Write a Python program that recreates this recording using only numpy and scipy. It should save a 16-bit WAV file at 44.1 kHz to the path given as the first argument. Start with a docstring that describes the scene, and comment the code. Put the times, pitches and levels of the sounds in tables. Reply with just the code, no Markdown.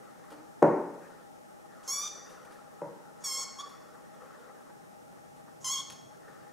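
"""A young kitten on an indoor window sill gives four thin, raspy, high mews close by.
Its vocal folds buzz unevenly, and its tiny throat shapes that buzz and a hiss of breath into each mew.
Paws and mouth add small ticks and scuffs. Early on, something heavy and wooden slides and bangs with a
short rattle; later comes a softer bump. Behind it all are quiet room air, low microphone hiss, a faint
hum, a soft rustle and, near the end, a low rumble from handling the microphone."""
import sys
import numpy as np
from scipy import signal
from scipy.fft import rfft, irfft
from scipy.io import wavfile
from scipy.ndimage import uniform_filter1d

SR = 44100
rng = np.random.default_rng(int(sys.argv[2]) if len(sys.argv) > 2 else 0)


def output_pcm(signal):
    """Save a mono or channel-first signal as 16-bit PCM at the path in sys.argv[1].

    Samples are clipped to [-1, 1] before scaling.
    """
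    pcm = np.clip(np.atleast_2d(signal).T, -1, 1) * 32767
    wavfile.write(sys.argv[1], SR, np.round(pcm).astype(np.int16))


N = 287734


def amp(db):
    """Turns decibels into a number to multiply a sound by."""
    return 10 ** (np.asarray(db) / 20)


def unit(x):
    """Scales a signal so that its average strength (rms) is 1."""
    return x / np.sqrt(np.mean(x ** 2) + 1e-20)


def read(points, hz):
    """Looks up a value between a table's rows, spacing frequencies by octaves."""
    row_hz, value = np.transpose(points)
    return np.interp(np.log(hz + 1), np.log(row_hz + 1), value)


def add(mix, start_s, sound):
    """Adds a sound to the mix at its start time."""
    part = mix[max(round(start_s * SR), 0):][:len(sound)]
    part += sound[:len(part)]


def bins(x):
    """Lists the frequencies in the spectrum of x."""
    return np.fft.rfftfreq(x.shape[-1], 1 / SR)


def colour(x, points):
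    """Turns frequencies up or down by a table of frequency_hz, gain_db."""
    return irfft(rfft(x) * amp(read(points, bins(x))), x.shape[-1])


def band(x, hz, width_hz):
    """Keeps the sound near one pitch, as a resonance does, at strength 1."""
    return unit(irfft(rfft(x) / (1 + ((bins(x) - hz) / width_hz * 2) ** 2), x.shape[-1]))


def wobble(size, hz):
    """A random wavering of strength 1, mostly slower than hz."""
    noise = rng.standard_normal(size)
    return unit(irfft(rfft(noise) / (1 + (bins(noise) / hz) ** 2), size))


def swells(rows, rise_s):
    """A loudness curve of smooth humps, each with its own peak and fade."""
    t = np.arange(N) / SR
    power = np.zeros(N)
    for peak_s, level_db, fade_s in rows:
        width_s = np.where(t < peak_s, rise_s, fade_s)
        power += (amp(level_db) * np.exp(-((t - peak_s) / width_s) ** 2 / 2)) ** 2
    return np.sqrt(power)


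def sharp_pulse(points, size=4096):
    """The most sudden pulse that has the given tone colour, with energy 1."""
    log_gain = np.log(amp(read(points, abs(np.fft.fftfreq(size, 1 / SR)))))
    pulse = np.fft.ifft(np.exp(np.conj(signal.hilbert(log_gain)))).real
    return pulse / np.linalg.norm(pulse)


def pan(left_db):
    """Two gains that make the left side louder than the right by left_db."""
    return amp([[left_db / 2], [-left_db / 2]])


def pair(x, likeness):
    """Makes two unrelated noises partly alike, as two nearby microphones hear a room."""
    first, second = rfft(x)
    alike = np.clip(read(likeness, bins(x)), 0, 1)
    shared = np.sqrt((1 + alike) / 2) * first
    opposite = np.sqrt((1 - alike) / 2) * second
    return irfft(np.array([shared + opposite, shared - opposite]), x.shape[-1])


# How long the room's echo takes to fade by 60 dB: frequency_hz, fade_s
ECHO_FADE = [(150, 0.62), (500, 0.67), (1500, 0.76), (3500, 0.69), (6000, 0.7445), (10000, 0.38),
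             (15000, 0.42)]
# The tone colour of that echo: frequency_hz, gain_db
ECHO_COLOUR = [(150, 5.5), (1000, -1.5), (2200, 3), (3300, -5.5), (4500, 2), (6000, -4), (9000, -2),
               (15000, -5.5)]
# How alike it is on the left and right: frequency_hz, likeness_0_to_1
ECHO_LIKENESS = [(100, 1), (400, 0.94), (1000, 0.78), (3000, 0.83), (10000, 0.9)]

def room(x, gap_s):
    """After a short gap, the walls return a wash of echoes; each frequency fades at its own speed."""
    noise = pair(rng.standard_normal((2, SR)), ECHO_LIKENESS)
    hz, t, spectrum = signal.stft(noise, SR, nperseg=512)
    gain_db = read(ECHO_COLOUR, hz)[:, None] - 60 * t / read(ECHO_FADE, hz)[:, None]
    tail = signal.istft(spectrum * amp(gain_db), SR, nperseg=512)[1]
    tail *= np.clip(np.arange(tail.shape[1]) / SR / gap_s - 1, 0, 1)
    return signal.fftconvolve(x[None], tail / np.linalg.norm(tail[0]), axes=1)[:, :N]


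# The tone colour of the room's quiet air: frequency_hz, gain_db
ROOM_AIR = [(25, -35), (60, -11.5), (105, -11), (135, -2.5), (230, 1), (420, -4.5), (560, -6), (710, -18),
            (1000, -16), (1300, -14), (2300, -18), (4600, -22.5), (5400, -16.5), (10000, -19.5),
            (15500, -27.5)]
# The tone colour of the microphone's own hiss: frequency_hz, gain_db
MICROPHONE_HISS = [(15, -57), (25, -29), (64, -13.5), (193, 1), (433, -1.5), (631, -4), (722, -7),
                   (804, -5.5), (919, -7), (1800, -15), (2700, -26.5), (15500, -36.5)]
# Humming bands of noise: pitch_hz, width_hz, level_db
HUM_BANDS = [(170, 43, -78.5), (494, 12, -79), (622, 60, -70.5), (814, 75, -64)]

def steady_noise(air_db=-62.5, hiss_db=-53):
    """Wide, low microphone hiss, opposite on the two sides, over quiet room air and a hum to the left."""
    air_noise, hiss_noise, hum_noise = rng.standard_normal((3, N))
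    air = amp(air_db) * unit(colour(air_noise, ROOM_AIR))
    hiss = amp(hiss_db) * unit(colour(hiss_noise, MICROPHONE_HISS)) * np.array([[1], [-1]])
    hum = sum(amp(db) * band(hum_noise, hz, width_hz) for hz, width_hz, db in HUM_BANDS)
    return pan(0.26) * air + hiss + pan(14.1) * hum


# The tone colour of the rustle: frequency_hz, gain_db
RUSTLE_TONE = [(100, -17), (300, -6), (500, 7), (800, -9.5), (1300, 8), (1600, -2.5), (1850, -0.5),
               (2300, -17), (6000, -21), (15000, -33)]
# When it swells: peak_s, level_db, fade_s
RUSTLE_SWELLS = [(0.03, -59, 0.2), (0.31, -60, 0.092), (1.07, -55.5, 0.13), (1.85, -58.5, 0.8),
                 (2.27, -58.5, 0.21), (3.3, -59.5, 0.59), (3.75, -60, 0.26), (4.28, -56, 0.23),
                 (6.32, -58, 0.2)]

def rustle(rest_db=-65.5, flicker_db=3.14, waver_db=1.4):
    """A soft rustle swells now and then, while small patches of its tone flicker."""
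    noise = colour(rng.standard_normal(N), RUSTLE_TONE)
    spectrum = signal.stft(noise, SR, nperseg=512)[2]
    patches = uniform_filter1d(rng.standard_normal(spectrum.shape), size=3, axis=0)  # blur in pitch
    patches = unit(uniform_filter1d(patches, size=7, axis=1))  # blur in time
    flickering = unit(signal.istft(spectrum * amp(flicker_db * patches), SR, nperseg=512)[1][:N])
    level = np.hypot(amp(rest_db), swells(RUSTLE_SWELLS, rise_s=0.11))
    level *= amp(waver_db * wobble(N, 21))
    return pan(3.9) * level * flickering


# The swell of the handling rumble: peak_s, level_db, fade_s
RUMBLE_SWELL = [(5.85, -66, 0.43)]

def handling_rumble(rest_db=-81):
    """A soft, low rumble grows as a hand moves the microphone closer."""
    level = np.hypot(amp(rest_db), swells(RUMBLE_SWELL, rise_s=0.67))
    return level * band(rng.standard_normal(N), hz=147, width_hz=51)


# The two slips of the sliding wood: peak_s, level_db, fade_s
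WOOD_SLIPS = [(0.345, -53.5, 0.016), (0.392, -53.5, 0.033)]

def wood_slide(room_db=-13.5):
    """Rubbing makes heavy wood groan at one low pitch."""
    rub = band(rng.standard_normal(N), hz=299, width_hz=48)
    stick_slip = unit(np.tanh(2 * rub))  # sticking and slipping evens the swing and adds overtones
    groan = swells(WOOD_SLIPS, rise_s=0.016) * stick_slip
    return pan(1.5) * (groan + amp(room_db) * room(groan, gap_s=0.0046))


# The notes the wood rings with, each fading by 60 dB: pitch_hz, relative_level_db, fade_s
WOOD_NOTES = [(178, -7, 0.35), (181.2, 2.5, 0.85), (203, -29, 0.78), (240, -14, 0.71), (294, -8, 0.98),
              (375.6, -4.5, 1), (445, 0.5, 0.46), (487, 8, 0.45), (571, 8, 0.78), (829, -1.5, 0.78),
              (892, 4, 1), (893, -3, 0.34)]
# The tone colour of a thud: frequency_hz, gain_db
THUD_COLOUR = [(40, -66), (90, -29.5), (160, -2.5), (260, -2.5), (400, -1), (580, 6), (700, -6.5), (930, 1),
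               (1100, -12), (1800, -24), (2700, -40), (4500, -60), (6500, -44), (15000, -78)]
# Blows, bunched into a bang and a bump: start_s, strength_db, dulling_db_per_octave (above 500 Hz)
WOOD_BLOWS = [(0.6213, -4.5, -2), (0.625, 7.5, 4), (0.6278, 12.5, 0), (0.6330, -3, 1), (2.8172, -19, -4.5),
              (2.8191, -10.5, 0.5), (2.8253, -21, 7)]

def wood_bangs(ring_db=-4.0, room_db=-1.5, bass_cut_hz=124):
    """Each blow on a wooden panel thuds, sets the wood ringing and echoes round the room."""
    thuds, rings = np.zeros((2, N))
    t = np.arange(SR) / SR
    ring = sum(amp(db - 60 * t / fade_s) * np.sin(2 * np.pi * (hz * t + rng.random()))
               for hz, db, fade_s in WOOD_NOTES)
    ring *= 1 - np.exp(-t / 0.0025)
    for start_s, strength_db, dulling in WOOD_BLOWS:
        tone = [(hz, db - dulling * np.clip(np.log2(hz / 500), 0, 3)) for hz, db in THUD_COLOUR]
        add(thuds, start_s, amp(strength_db) * sharp_pulse(tone))
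        add(rings, start_s, amp(strength_db) * ring / np.linalg.norm(ring))
    # the thuds and rings carry little deep bass
    bass_cut = signal.butter(4, bass_cut_hz, "high", fs=SR, output="sos")
    thuds, rings = signal.sosfilt(bass_cut, [thuds, rings])
    return pan(1.5) * (thuds + amp(ring_db) * rings + amp(room_db) * room(thuds, gap_s=0.0034))


# Echoes off the sill, side wall and pane: delay_s, gain_db, extra_delay_on_right_s
WINDOW_ECHOES = [(0.0006, -25.5, 0.00001), (0.0021, -11, 0.0038), (0.0038, -23, -0.0061),
                 (0.0075, -18, -0.00002), (0.0132, -16, 0.00004)]

def alcove(x):
    """The window alcove adds a few quick echoes, timed a little differently on each side."""
    left, right = x.copy(), x.copy()
    for delay_s, gain_db, extra_s in WINDOW_ECHOES:
        add(left, delay_s, amp(gain_db) * x)
        add(right, delay_s + extra_s, amp(gain_db) * x)
    return np.array([left, right])


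# The tone colours of a tick and of the low knock under it: frequency_hz, gain_db
TICK_COLOUR = [(500, 2.5), (2500, 3), (5500, -1.5), (8500, -3), (10500, 0), (15000, -18)]
KNOCK_COLOUR = [(40, -43), (100, -21), (250, -4), (600, 5.5), (1500, -4), (2300, -21), (5000, -48),
                (9000, -60)]
# Ticks, scuffs and (at 0.6232 s) the wood's rattle: start_s, relative_tick_db, fade_s, relative_knock_db
TICK_EVENTS = [(0.3029, -55.5, .012, -49), (0.3159, -56.5, 0.015, -39.5), (0.6232, -45, 0.0044, -37),
               (1.83, -57, 0.011, -67), (2.285, -60, 0.043, -64), (2.4495, -56.5, 0.0073, -45),
               (2.505, -60.5, 0.043, -46), (3.6893, -58.5, 0.015, -68), (4.6952, -70, .006, -46),
               (5.1244, -71, .006, -50.5), (5.358, -64.5, .025, -58), (5.479, -77, .006, -50),
               (5.9004, -40, 0.0014, -57), (5.9053, -40.5, 0.0011, -50), (5.9185, -49.5, 0.01, -64)]

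def ticks(tick_boost_db=2):
    """Small ticks and scuffs from the kitten, plus a short rattle as the wood bangs."""
    out = np.zeros(N)
    t = np.arange(8192) / SR
    for start_s, tick_db, fade_s, knock_db in TICK_EVENTS:
        tick_noise, knock_noise = rng.standard_normal((2, len(t)))
        rise = 1 - np.exp(-5 * t / fade_s)  # long scuffs also start softly
        tick = unit(colour(tick_noise, TICK_COLOUR)) * rise * np.exp(-t / fade_s)
        add(out, start_s, amp(tick_db + tick_boost_db) * tick)
        push = knock_noise * (1 - np.exp(-t / 0.0026)) * np.exp(-t / 0.0081)
        add(out, start_s, amp(knock_db) * signal.fftconvolve(push, sharp_pulse(KNOCK_COLOUR)))
    return out


# How the kitten's tiny throat colours sound: frequency_hz, gain_db
THROAT_COLOUR = [(600, -38), (1080, -1), (2200, -18.5), (2650, -8.5), (3100, -6), (3500, 0), (3900, -16.5),
                 (4300, -8.5), (5500, -1.5), (6700, -3), (7500, -9), (8500, -18.5), (10400, -17),
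                 (15500, -32.5)]

def voice(cycles, pitch_hz, rough, first_db, third_db, bright_db, throat_scale, piercing_db):
    """The vocal folds make harmonics (whole multiples of the pitch); the throat sets each one's level."""
    size = len(cycles)
    out = np.zeros(size)
    for k in range(1, 16):
        lookup_hz = k * pitch_hz / (throat_scale if k > 3 else 1)  # shifts the throat's upper peaks
        gain_db = read(THROAT_COLOUR, lookup_hz) + first_db * (k == 1) + third_db * (k == 3)
        gain_db += bright_db * np.clip((lookup_hz - 7500) / 1500, 0, 1)
        if k == 2 or 3 < k < 9:  # a tight mouth lifts a piercing peak over its neighbours
            gain_db += piercing_db * (np.exp(-((lookup_hz - 6200) / 1000) ** 4) - 0.7)
        # high harmonics drift and flicker most as the head moves
        unsteadiness = min(k / 6, 1.3)
        drift = amp(2.5 * unsteadiness * wobble(size, 10))
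        flicker = 1 + 0.73 * unsteadiness * rough * wobble(size, 200)
        wave = np.sqrt(2) * np.cos(2 * np.pi * k * cycles - np.pi * k ** 2 / 7)
        out += amp(gain_db) * drift * flicker * wave
    return out


# The colour of breath, on top of the throat's own: frequency_hz, gain_db
BREATH_COLOUR = [(700, 11.5), (2600, -14), (3900, -8), (5000, -6), (7000, 5), (10500, 2), (15000, -10)]

def breath(noise):
    """Air forced through the throat hisses."""
    return unit(colour(colour(noise, THROAT_COLOUR), BREATH_COLOUR))


def puff(length_s):
    """A growing hiss of air just before the vocal folds start to buzz."""
    grow = np.linspace(0, 1, round(length_s * SR))
    return np.sqrt(grow) * breath(rng.standard_normal(len(grow)))


def mew(row, pitch_path, swell_db=6.5, jitter=0.0483, trim_db=-3):
    """One mew: strained vocal folds buzz and leak breath while the mouth closes."""
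    (start_s, length_s, effort_db, sag_db, rough, first_db, third_db, third_rise_db,
     bright_db, throat_scale, piercing_db) = row
    t = np.arange(0, length_s, 1 / SR)
    size, progress = len(t), t / length_s
    # the mew starts soft, swells, then sags more and more steeply
    level_db = effort_db - swell_db * np.exp(-t / 0.017) + sag_db * progress ** 1.76
    # the folds are rough until they settle, and again as the breath runs out
    rough = rough + 0.51 * np.exp(-t / 0.0092) + 0.44 * np.exp((t - length_s) / 0.024)
    rough = np.clip(rough, 0.05, 1)
    # closing the mouth shifts the tone from the top toward the low harmonics
    closed = (1 + np.tanh((progress - 0.6) / 0.29)) / 2
    first_db = first_db + 4 * closed
    third_db = third_db + third_rise_db * closed
    bright_db = bright_db - 4.5 * closed
    # uneven cycles blur the high harmonics into a hiss
    shake = jitter * rough * wobble(size, 300)
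    flutter = 0.0055 * wobble(size, 63) + 0.0043 * wobble(size, 400)
    pitch_hz = np.interp(start_s + t, *np.transpose(pitch_path)) * (1 + shake + flutter)
    cycles = np.cumsum(pitch_hz) / SR
    tone = voice(cycles, pitch_hz, rough, first_db, third_db, bright_db, throat_scale, piercing_db)
    airflow = 1 + 0.22 * np.cos(2 * np.pi * cycles)  # more air escapes each time the folds open
    rasp = rough * breath(airflow * rng.standard_normal(size))
    fades = np.clip(t / 0.0032, 0, 1) * np.clip((length_s - t) / 0.017, 0, 1)
    return amp(level_db + trim_db) * fades * (tone + rasp)


# The pitch path of each mew: time_s, pitch_hz
RISING_MEW = [(1.878, 1084), (1.894, 1069), (1.912, 1113), (2.05, 1193), (2.064, 1228), (2.085, 1190)]
FLAT_MEW = [(3.243, 1138), (3.251, 1131), (3.263, 1094), (3.277, 1076), (3.369, 1073), (3.381, 1120),
            (3.391, 1122), (3.44, 1085)]
SHORT_SQUEAK = [(3.587, 1095), (3.613, 1163), (3.624, 1175)]
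WAVERING_MEW = [(5.646, 1034), (5.666, 1045), (5.68, 1000), (5.692, 1047), (5.738, 1128), (5.766, 1056),
                (5.78, 1099), (5.798, 1084), (5.818, 1116)]
# The four mews: start_s, length_s, effort_db, sag_db, roughness_0_to_1, first_harmonic_db,
# third_harmonic_db, third_rise_db (as the mouth closes), brightness_db, throat_scale, piercing_db
KITTEN_MEWS = [(1.875, 0.22, -32, -11, 0.13, -11.5, -19, 24, 2, 1.004, 6),
               (3.238, 0.21, -36, -4, 0.24, -10, -9.5, 1.5, 3, 1.047, -2.5),
               (3.585, 0.041, -45.5, -1.5, 0.13, 10, 7, -1, 2, 1.0, 0),
               (5.642, 0.18, -32, -10, 0.21, -7.5, -3, 10.5, 0.5, 1.04, 3)]

def kitten_and_ticks(puff_s=0.04, puff_db=-23.5, room_db=-4, room_db_per_s=-0.62):
    """Mews, ticks and the wood's rattle; their echo shrinks as the kitten walks toward the microphone."""
    close = np.zeros(N)
    for row, pitch_path in zip(KITTEN_MEWS, (RISING_MEW, FLAT_MEW, SHORT_SQUEAK, WAVERING_MEW)):
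        start_s, _, effort_db = row[:3]
        add(close, start_s - puff_s, amp(effort_db + puff_db) * puff(puff_s))
        add(close, start_s, mew(row, pitch_path))
    close += ticks()
    room_share = amp(room_db + room_db_per_s * np.arange(N) / SR)
    return pan(0.16) * (alcove(close) + room(room_share * close, gap_s=0.0043))


def scene():
    """Mixes the kitten, the wood and the quiet background in stereo."""
    return kitten_and_ticks() + wood_bangs() + wood_slide() + steady_noise() + rustle() + handling_rumble()


def record(dry):
    """Cuts away the very highest treble, above 15750 Hz."""
    treble_cut = signal.firwin(511, 15750, window=("kaiser", 9), fs=SR)
    return signal.oaconvolve(dry, treble_cut[None], "same")


dry = scene()
out = record(dry)
output_pcm(out)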